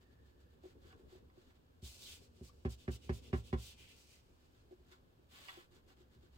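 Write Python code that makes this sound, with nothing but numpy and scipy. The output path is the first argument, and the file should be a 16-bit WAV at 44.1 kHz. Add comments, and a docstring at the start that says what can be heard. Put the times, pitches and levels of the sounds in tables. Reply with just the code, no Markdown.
"""A damp cotton swab and a cloth clean the rim of a glass plate, upside down on a paper-covered table.
The swab sticks and slips, so it scratches and faintly squeaks. The cloth hisses over the paper and
wipes the edge, while the finger inside it knocks the plate (a clack) and the table (a thud).
Then the plate is turned a little, grinding on the paper, and swabbed again.
Under it all are the low shuffle of the hands and the faint rumble of a quiet room."""
import sys
import numpy as np
from scipy import signal
from scipy.fft import rfft, irfft, next_fast_len
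from scipy.io import wavfile

SR = 44100
rng = np.random.default_rng(int(sys.argv[2]) if len(sys.argv) > 2 else 0)


def transcribe(u):
    """Save the signal u as a 16-bit wav file named by the first command-line argument.

    u: samples, shape (n,) or (channels, n), limited to [-1, 1]; the rate is SR.
    q: integer samples, one column per channel.
    """
    v = np.clip(np.atleast_2d(u).T, -1, 1)
    q = np.round(v * 32767).astype(np.int16)
    wavfile.write(sys.argv[1], SR, q)


N = 281313
TIME = np.arange(N) / SR

# Levels in dB are relative: the functions turn each layer up or down as a whole.
# Swab strokes on the rim. Each row: start in seconds, length in seconds, friction level in dB.
SWAB_STROKES = [(0.0, 0.049, -76.5), (0.095, 0.055, -78), (0.227, 0.11, -79.5), (0.377, 0.079, -79),
                (.48, .09, -82), (0.613, 0.13, -71), (0.797, .17, -71), (0.958, 0.069, -77.5),
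                (1.063, .15, -70), (1.322, 0.17, -76.5), (1.429, 0.12, -77), (1.536, 0.047, -79),
                (4.357, 0.16, -80), (4.502, .15, -79), (4.694, 0.062, -80.5), (4.837, 0.16, -72.5),
                (4.905, 0.038, -66.5), (5.7, .11, -70.5), (5.858, 0.093, -71), (5.954, .1, -75),
                (6.093, 0.094, -76.5), (6.196, 0.098, -76), (6.305, 0.13, -74.5)]
# Squeaks of damp cotton. Each row: start in seconds, length in seconds, pitch in Hz, level in dB.
SWAB_SQUEAKS = [(0.0, .3, 1780, -76.5), (0.248, 0.35, 1730, -81.5), (0.897, 0.051, 1530, -66),
                (2.491, 0.014, 1150, -63.5), (4.927, 0.025, 1388, -66), (5.886, 0.056, 1480, -75)]
# Moments when the rim catches. Each row: time in seconds, level in dB.
RIM_CATCHES = [(.637, -29.5), (.905, -25), (.925, -25.5), (1.298, -33), (2.496, -37), (4.921, -24),
               (4.940, -41), (5.484, -10), (5.491, -16), (5.90, -36)]
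# Cloth strokes, each with a hollow between cloth and table. Each row: start in seconds,
# length in seconds, friction level in dB, the hollow's pitch in Hz, the hollow's level in dB.
CLOTH_STROKES = [(1.815, 0.12, -60.5, 3673, -2), (1.875, 0.14, -64, 3046, -17),
                 (1.966, 0.15, -62, 3858, 3.5), (2.035, 0.17, -60.5, 3150, 1.5),
                 (2.18, 0.1086, -71.5, 2900, -10.5), (2.333, 0.12, -78.5, 3200, -5),
                 (2.419, 0.094, -68, 3340, -19), (2.684, .075, -63, 3300, -9), (2.771, .1, -72, 3204, 1),
                 (2.899, 0.081, -62, 3185, -3), (3.005, .1, -70.5, 3058, 1.5),
                 (3.116, 0.094, -64.5, 3095, -5.5), (3.212, .11, -70.5, 3080, 3.5),
                 (3.336, 0.0916, -68, 3150, -2), (3.428, 0.106, -69, 3170, 0.5),
                 (3.561, .2, -61.5, 3290, -2), (3.756, 0.13, -69, 2738, 3.5), (3.849, .13, -70, 2837, 3),
                 (3.936, 0.15, -70, 2700, -10.5), (4.042, 0.18, -70, 2633, -5)]
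# When swab and cloth keep rustling between strokes. Each row: start in seconds, length in seconds.
SWAB_TOUCHING = [(0.0, 1.9), (4.37, 2.0)]
CLOTH_TOUCHING = [(1.82, 3.2)]
# Finger blows on the rim. Each row: time in seconds, table thud in dB, glass clack in dB,
# the thud's treble limit in Hz (lower is softer), wait for the second clack in seconds.
FINGER_KNOCKS = [(1.823, -6.5, -34, 45, .011), (2.408, -15.5, -30, 600, .009),
                 (2.6493, -1, -2.5, 3000, .0039), (2.8782, -2.5, -3, 3000, .0025),
                 (3.092, -0.5, 0.5, 3000, 0.00266), (3.329, 2, 3.5, 3000, 0.0089),
                 (3.5274, 0.5, 1.5, 3020, .0083), (6.157, -24.5, -49, 110, 0.0075)]
# The push that turns the plate. Each row: start in seconds, length in seconds, hiss level in dB.
TURN_PUSHES = [(5.286, 0.39, -64)]
# The rim grinding in that push. Each row: start in seconds, length in seconds, level in dB.
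RIM_GRINDS = [(5.305, 0.13, -71), (5.46, 0.19, -66.5), (5.53, 0.063, -62.5)]
# Bumps as the plate rocks under the hand. Each row: time in seconds, level in dB.
ROCKING_BUMPS = [(0.637, -48.5), (0.653, -47.5), (0.848, -62), (0.994, -59.5), (1.125, -54), (1.152, -52),
                 (1.373, -56.5), (4.71, -52), (4.7234, -50.5), (4.797, -62.5), (5.189, -63), (5.572, -51),
                 (5.584, -59), (6.003, -62), (6.232, -60)]
# The hands' weight on plate and table, then the table's rumble. Each row: time in seconds, level in dB.
HAND_LEVELS = [(0.0, -75), (0.37, -75.5), (1.03, -68.5), (1.65, -78.5), (2.24, -73), (2.66, -77),
               (3.16, -66.5), (4.19, -79), (4.87, -77), (5.22, -78.5), (5.79, -75.5), (6.38, -76.5)]
RUMBLE_LEVELS = [(0.0, -71), (1.1, -67), (1.69, -81), (1.95, -68), (2.54, -71.5), (2.91, -60), (3.5, -58),
                 (4.01, -72.5), (5.77, -72.5), (6.38, -64)]

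# A mode is one tone an object rings at; its ring time (t60) is how long it takes to fade by 60 dB.
# The hand-damped glass, then its rocking. Each row: pitch in Hz, level in dB, ring time in seconds.
GLASS_MODES = [(764, -52.5, 0.15), (769.7, -49, 0.16), (926, -47.5, 0.078), (980, -51, 0.094),
               (1056, -48, 0.63), (1142, -43, 0.051), (1170, -59.5, 0.057), (1341, -54, 0.17),
               (1376, -50, 0.071), (1557, -51, 0.038), (1688, -53.5, 0.073), (1710, -45.5, 0.13),
               (1926, -51, 0.056), (2055, -46, 0.045), (2233, -50, 0.041), (2357, -51.5, 0.028),
               (2643, -54, 0.041), (2844, -45.5, 0.029), (3350, -63, 0.019), (3450, -66, 0.03),
               (3406, -51.5, 0.072), (4160, -60, 0.02), (4650, -61, 0.044), (4940, -52.5, 0.026)]
ROCKING_MODES = [(341.6, 2, 0.077), (383, 0, 0.055), (486, -12, 0.079), (712, -2.5, 0.014)]
# The table with the plate on it. 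Each row: pitch in Hz, level in dB, ring time in seconds,
# direction of the first swing (1 or -1).
TABLE_MODES = [(62, -34.5, .16, -1), (77, -26, .074, 1), (113, -39, .2, -1), (155, -25, .03, -1),
               (193, -48.9, .22, 1), (235, -26.6, .047, 1), (267, -34.3, .03, -1), (359, -30.6, .058, 1),
               (397, -32.7, .084, -1), (519, -47, .092, -1), (599, -47.7, .076, -1)]

# The tone colour of each noise and of the room's echo. Each row: frequency in Hz, level in dB.
SWAB_COLOUR = [(300, -7), (700, -4.5), (1400, 3.5), (2200, -2), (3200, 2.5), (4500, 1.5), (5600, -5),
               (7400, -5), (9000, -12), (11500, -18), (13000, -11.5), (16000, -15)]
CLOTH_COLOUR = [(200, -14), (500, -9), (900, -12.5), (1400, -12.5), (1900, -14), (2600, -4.5), (3300, -5.5),
                (4500, -0.5), (6000, -3), (7800, -4.5), (9500, -8.5), (11500, -15), (13000, -11.5),
                (16000, -12)]
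CRACK_COLOUR = [(300, 3), (800, -2), (1200, -9), (2200, -4.5), (3500, -14.5), (5000, -18), (8000, -31),
                (16000, -45)]
TURN_COLOUR = [(400, -8), (1000, -1), (2000, -2.5), (3200, 3), (4500, -2.5), (6000, -8.5), (7600, -7.5),
               (9000, -12), (11500, -17), (13000, -13.5), (16000, -13)]
HANDS_COLOUR = [(40, -9.5), (75, 8.5), (150, -5), (280, -0.5), (380, -1.5), (480, -0.5), (650, -17.5),
                (1200, -24.5), (3000, -48.5)]
ROOM_COLOUR = [(60, 3), (300, -2.5), (1000, -6), (4000, -12.5), (8000, -11), (16000, -14)]
AIR_COLOUR = [(15, -32), (25, -1.5), (113, -2.5), (268, -15.5), (291, -10), (333, -18.5), (460, -39),
              (512, -15), (833, -18), (903, -17.5), (1430, -22.5), (1720, -21.5), (1920, -30),
              (2880, -26.5), (15700, -50)]
# How alike left and right sound. Each row: frequency in Hz, likeness from -1 (opposite) to 1 (same).
STEREO_LIKENESS = [(60, 0.88), (250, 0.69), (500, 0.076), (1000, -0.45), (2000, -0.31), (4000, -0.17),
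                   (6000, -0.035), (8000, 1), (14000, 0.96)]
# Echoes off the table, nearby things and a wall. Each row: left delay and right delay in milliseconds, level in
# dB.
CLOSE_ECHOES = [(.78, 0.85, -24), (2.15, 2, -16), (3.38, 3.41, -12), (4.3, 2.8, -15.5), (5.3, 4.5, -6.5),
                (6.8, 5.8, -10.5), (8.75, 13, -6.5)]


def swab(stroke_db):
    """Wet cotton sticks and slips on the rim: a faint scratch with some ringing glass in it."""
    friction_db = stroke_db + drift(rate_hz=77)
    scratch = from_db(friction_db - 1.5) * coloured(slips(per_s=5000, spread_db=-3), SWAB_COLOUR)
    return nearby(scratch) + rubbed_glass(friction_db - 5, per_s=830, spread_db=-0.5, low_cut_hz=1830)


def swab_friction():
    """How strongly the swab rubs, in dB: strokes on top of a faint creep while it touches the rim."""
    creep = [from_db(-86) * stroke(start, length, attack_s=0.03, release_s=0.05)
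             for start, length in SWAB_TOUCHING]
    strokes = [from_db(db) * arch(start, length) for start, length, db in SWAB_STROKES]
    return summed_db(creep + strokes)


def squeaks():
    """For a moment the cotton's slips lock to one pitch."""
    pitch, swell = np.zeros(N), np.zeros(N)
    for start, length, hz, db in SWAB_SQUEAKS:
        progress = (TIME - start) / length
        pitch[progress > 0] = hz
        swell += from_db(db) * 2 * np.sqrt(np.maximum(progress * (1 - progress), 0))
    return swell * from_db(-4) * singing(pitch, width_hz=72)


def catches():
    """A sudden slip of the rim gives a short, gritty tick."""
    hits = clicks(*np.transpose(RIM_CATCHES))
    grit = fading(hits, t60=0.04) * slips(per_s=3000, spread_db=2)[0]
    force = 0.56 * hits + from_db(-15.5) * grit
    return glass(force - low_pass(force, 1500, order=1))


def cloth():
    """Cloth hisses over paper, duller when slow; the hollow under it sings as the hand reshapes it."""
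    strokes = [row[:3] for row in CLOTH_STROKES]
    resting = [(start, length, -80) for start, length in CLOTH_TOUCHING]
    gains = [from_db(db) * stroke(start, length, attack_s=0.4 * length, release_s=0.54 * length)
             for start, length, db in strokes + resting]
    friction_db = summed_db(gains) + 0.5 * drift(rate_hz=35)
    hiss = coloured(slips(per_s=12000, spread_db=1), CLOTH_COLOUR)
    dull = low_pass(hiss, 2240, order=1)
    brightness = from_db(np.clip(0.69 * (friction_db + 62.5), -9, 1.5))
    rubbing = (dull + brightness * (hiss - dull)) / np.sqrt(brightness)
    start, length, _, hollow_hz, hollow_db = np.transpose(CLOTH_STROKES)
    middle = start + length / 2
    hollow_gain = from_db(np.interp(TIME, middle, hollow_db) - 3)
    hollow = hollow_gain * singing(np.interp(TIME, middle, hollow_hz), width_hz=565)
    return nearby(from_db(friction_db + 2.5) * (rubbing + hollow))


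def knocks():
    """The plate clacks twice and chatters against the finger, which damps it; the table thuds."""
    times, thud_db, clack_db, treble_hz, wait_s = np.transpose(FINGER_KNOCKS)
    push = sum(low_pass(clicks([time], [db]), hz, order=1)
               for time, db, hz in zip(times, thud_db, treble_hz))
    thud = table(delayed(push, seconds=0.0021))
    hits = clicks(times, clack_db - 5) + clicks(times + wait_s, clack_db - 17)
    chatter = fading(hits, t60=0.06) * slips(per_s=1500, spread_db=2)[0]
    force = low_pass(hits + from_db(-22.5) * chatter, 2320)
    clack = glass(force, longest_t60=0.1)
    crack_gain = from_db(-42.5) * low_pass(fading(hits, t60=0.12), 130, order=1)
    return thud + clack + crack_gain * noise(CRACK_COLOUR)


def turning():
    """The rim grinds over the paper and the glass rings along."""
    push = sum(from_db(db) * stroke(start, length, attack_s=0.1, release_s=0.21)
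               for start, length, db in TURN_PUSHES)
    hiss = from_db(2.5) * push * coloured(slips(per_s=4000, spread_db=-2), TURN_COLOUR)
    grind_db = summed_db(from_db(db) * stroke(start, length, attack_s=0.011, release_s=0.061)
                         for start, length, db in RIM_GRINDS)
    return nearby(hiss) + rubbed_glass(grind_db, per_s=800, spread_db=2, low_cut_hz=2200)


def rubbed_glass(level_db, per_s, spread_db, low_cut_hz):
    """Tiny slips keep the plate ringing and favour its higher tones."""
    force = slips(per_s, spread_db)[0]
    force = force - low_pass(force, low_cut_hz, order=1)
    return glass(force * from_db(level_db)) / np.std(body(force, GLASS_MODES))


def glass(force, longest_t60=0.22):
    """The plate rings; neighbouring tones come from different parts of it."""
    modes = [(hz, db, min(t60, longest_t60)) for hz, db, t60 in GLASS_MODES]
    one_part = placed(body(force, modes[::2]), lag_ms=0.38, pan_db=0.5)
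    other_part = placed(body(force, modes[1::2]), lag_ms=0.25, pan_db=-1)
    return one_part + other_part


def table(force):
    """The table top booms when it is pushed."""
    boom = sum(direction * ring(force, hz, db, t60) for hz, db, t60, direction in TABLE_MODES)
    return placed(boom, lag_ms=0.1, pan_db=-1)


def hands(stroke_db):
    """The plate bumps softly as it rocks and murmurs under the swab; the hands add a low shuffle."""
    bumps = body(low_pass(clicks(*np.transpose(ROCKING_BUMPS)), 900), ROCKING_MODES)
    murmur = from_db(stroke_db - 4.5) * rms_one(body(rng.standard_normal(N), ROCKING_MODES))
    shuffle = from_db(level(HAND_LEVELS) + 4.5 + 2 * drift(rate_hz=17)) * noise(HANDS_COLOUR)
    return placed(bumps + murmur, lag_ms=0.42, pan_db=0) + shuffle


def skin_drag():
    """Skin judders over the table top and sets it rumbling."""
    judder = low_pass(rng.standard_normal(N), 91, order=1)
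    return from_db(level(RUMBLE_LEVELS) - 7) * rms_one(table(judder))


def nearby(sound):
    """Close, slightly dull echoes mix with a hiss and make it sound hollow."""
    left, right = low_pass(sound, 7000)
    echoes = sum(from_db(db) * np.array([delayed(left, left_ms / 1000), delayed(right, right_ms / 1000)])
                 for left_ms, right_ms, db in CLOSE_ECHOES)
    return sound + echoes


def room(sound, t60, echo_db):
    """Echoes from nearby walls blur into a short tail."""
    tail = noise(ROOM_COLOUR) * fading(clicks(times=[0.006], dbs=[0]), t60)
    tail = tail[:, :SR // 2] / np.sqrt(np.sum(tail ** 2) / 2)
    return sound + from_db(echo_db) * signal.fftconvolve(sound, tail, axes=1)[:, :N]


def background():
    """The room's faint rumble and a thin, very high hiss."""
    air = from_db(-71.5) * noise(AIR_COLOUR)
    treble_only = signal.butter(8, 12000, "high", fs=SR, output="sos")
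    return air + from_db(-87.5) * signal.sosfilt(treble_only, rng.standard_normal(N))


def stroke(start, length, attack_s, release_s):
    """A hand speeds up over attack_s and slows to a stop over release_s."""
    speeding_up = np.clip((TIME - start) / attack_s, 0, 1)
    slowing_down = np.clip((start + length - TIME) / release_s, 0, 1)
    return np.sin(np.pi / 2 * speeding_up * slowing_down)


def arch(start, length):
    """A short flick of the fingers: the speed rises and falls straight away."""
    progress = np.clip((TIME - start) / length, 0, 1)
    return np.abs(np.sin(np.pi * progress)) ** 1.06


def slips(per_s, spread_db):
    """Fibres catch and let go: two streams of dense clicks of uneven size."""
    sizes = from_db(spread_db * np.minimum(rng.exponential(1, (2, N)), 4)) * rng.standard_normal((2, N))
    return rms_one(sizes * (rng.random((2, N)) < per_s / SR))


def singing(hz, width_hz):
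    """A breathy tone: slow noise is shifted up to a pitch that may move."""
    carrier = np.exp(2j * np.pi * np.cumsum(hz) / SR)
    slow_noise = low_pass(rng.standard_normal((2, N)) + 1j * rng.standard_normal((2, N)), width_hz)
    return rms_one((slow_noise * carrier).real)


def body(force, modes):
    """An object rings in all its modes at once; neighbours swing in opposite directions."""
    return sum((-1) ** k * ring(force, *mode) for k, mode in enumerate(modes))


def ring(force, hz, db, t60):
    """A force sets off one tone that dies away."""
    decay, angle = from_db(-60 / (t60 * SR)), 2 * np.pi * hz / SR
    feedback = [1, -2 * decay * np.cos(angle), decay * decay]
    return from_db(db) * signal.lfilter([0, np.sin(angle)], feedback, force + 1e-18)


def clicks(times, dbs):
    """One click at each time."""
    out = np.zeros(N)
    np.add.at(out, np.round(np.asarray(times) * SR).astype(int), from_db(dbs))
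    return out


def fading(hits, t60):
    """A loudness curve that jumps at each click and dies away."""
    return signal.lfilter([1], [1, -from_db(-60 / (t60 * SR))], hits + 1e-18)


def noise(colour):
    """Steady stereo noise with this tone colour."""
    return coloured(rng.standard_normal((2, N)), colour)


def coloured(pair, colour):
    """Turn two unrelated signals into one stereo sound with this tone colour."""
    size = next_fast_len(N)
    hz = np.arange(size // 2 + 1) * SR / size
    mid, side = rfft(pair, size) * from_db(at_hz(colour, hz))
    alike = np.clip(at_hz(STEREO_LIKENESS, hz), -1, 1)
    left_right = np.sqrt(1 + alike) * mid + np.sqrt(1 - alike) * side * [[1], [-1]]
    return rms_one(irfft(left_right, size)[:, :N])


def placed(sound, lag_ms, pan_db):
    """The sound reaches the right side first; a positive pan_db makes the left louder."""
    return np.array([delayed(sound, lag_ms / 1000) * from_db(pan_db / 2), sound * from_db(-pan_db / 2)])


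def delayed(sound, seconds):
    """The same sound a little later."""
    return np.interp(TIME - seconds, TIME, sound, left=0)


def drift(rate_hz):
    """A smooth random wobble, about 1 in size."""
    return rms_one(low_pass(rng.standard_normal(N + SR), rate_hz)[SR:])


def low_pass(sound, hz, order=2):
    """Soften everything above this frequency."""
    return signal.sosfilt(signal.butter(order, min(hz, SR / 2 - 1), fs=SR, output="sos"), sound + 1e-18)


def level(points):
    """Join (seconds, dB) points into a curve."""
    return np.interp(TIME, *np.transpose(points))


def at_hz(points, hz):
    """Read between a table's frequencies, giving each octave equal room."""
    point_hz, values = np.transpose(points)
    return np.interp(np.log(hz + 1), np.log(point_hz), values)


def summed_db(gains):
    """Add overlapping strokes by power and give the total in dB."""
    return 10 * np.log10(sum(gain ** 2 for gain in gains) + 1e-14)


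def rms_one(sound):
    """Scale to an average power of 1."""
    return sound / np.sqrt(np.mean(sound ** 2) + 1e-20)


def from_db(db):
    """Turn decibels into a multiplier."""
    return 10 ** (np.asarray(db) / 20)


def scene():
    """All the cleaning sounds echo in the room, over its quiet background."""
    quiet = background()
    stroke_db = swab_friction()
    cleaning = swab(stroke_db) + squeaks() + cloth() + turning() + knocks() + catches()
    handling = hands(stroke_db) + skin_drag()
    return room(cleaning + handling, t60=0.16, echo_db=-15.5) + quiet


def record(dry):
    """Cut the treble steeply above 15800 Hz."""
    return signal.sosfilt(signal.ellip(12, 0.1, 70, 15800, fs=SR, output="sos"), dry)


dry = scene()
out = record(dry)
transcribe(out)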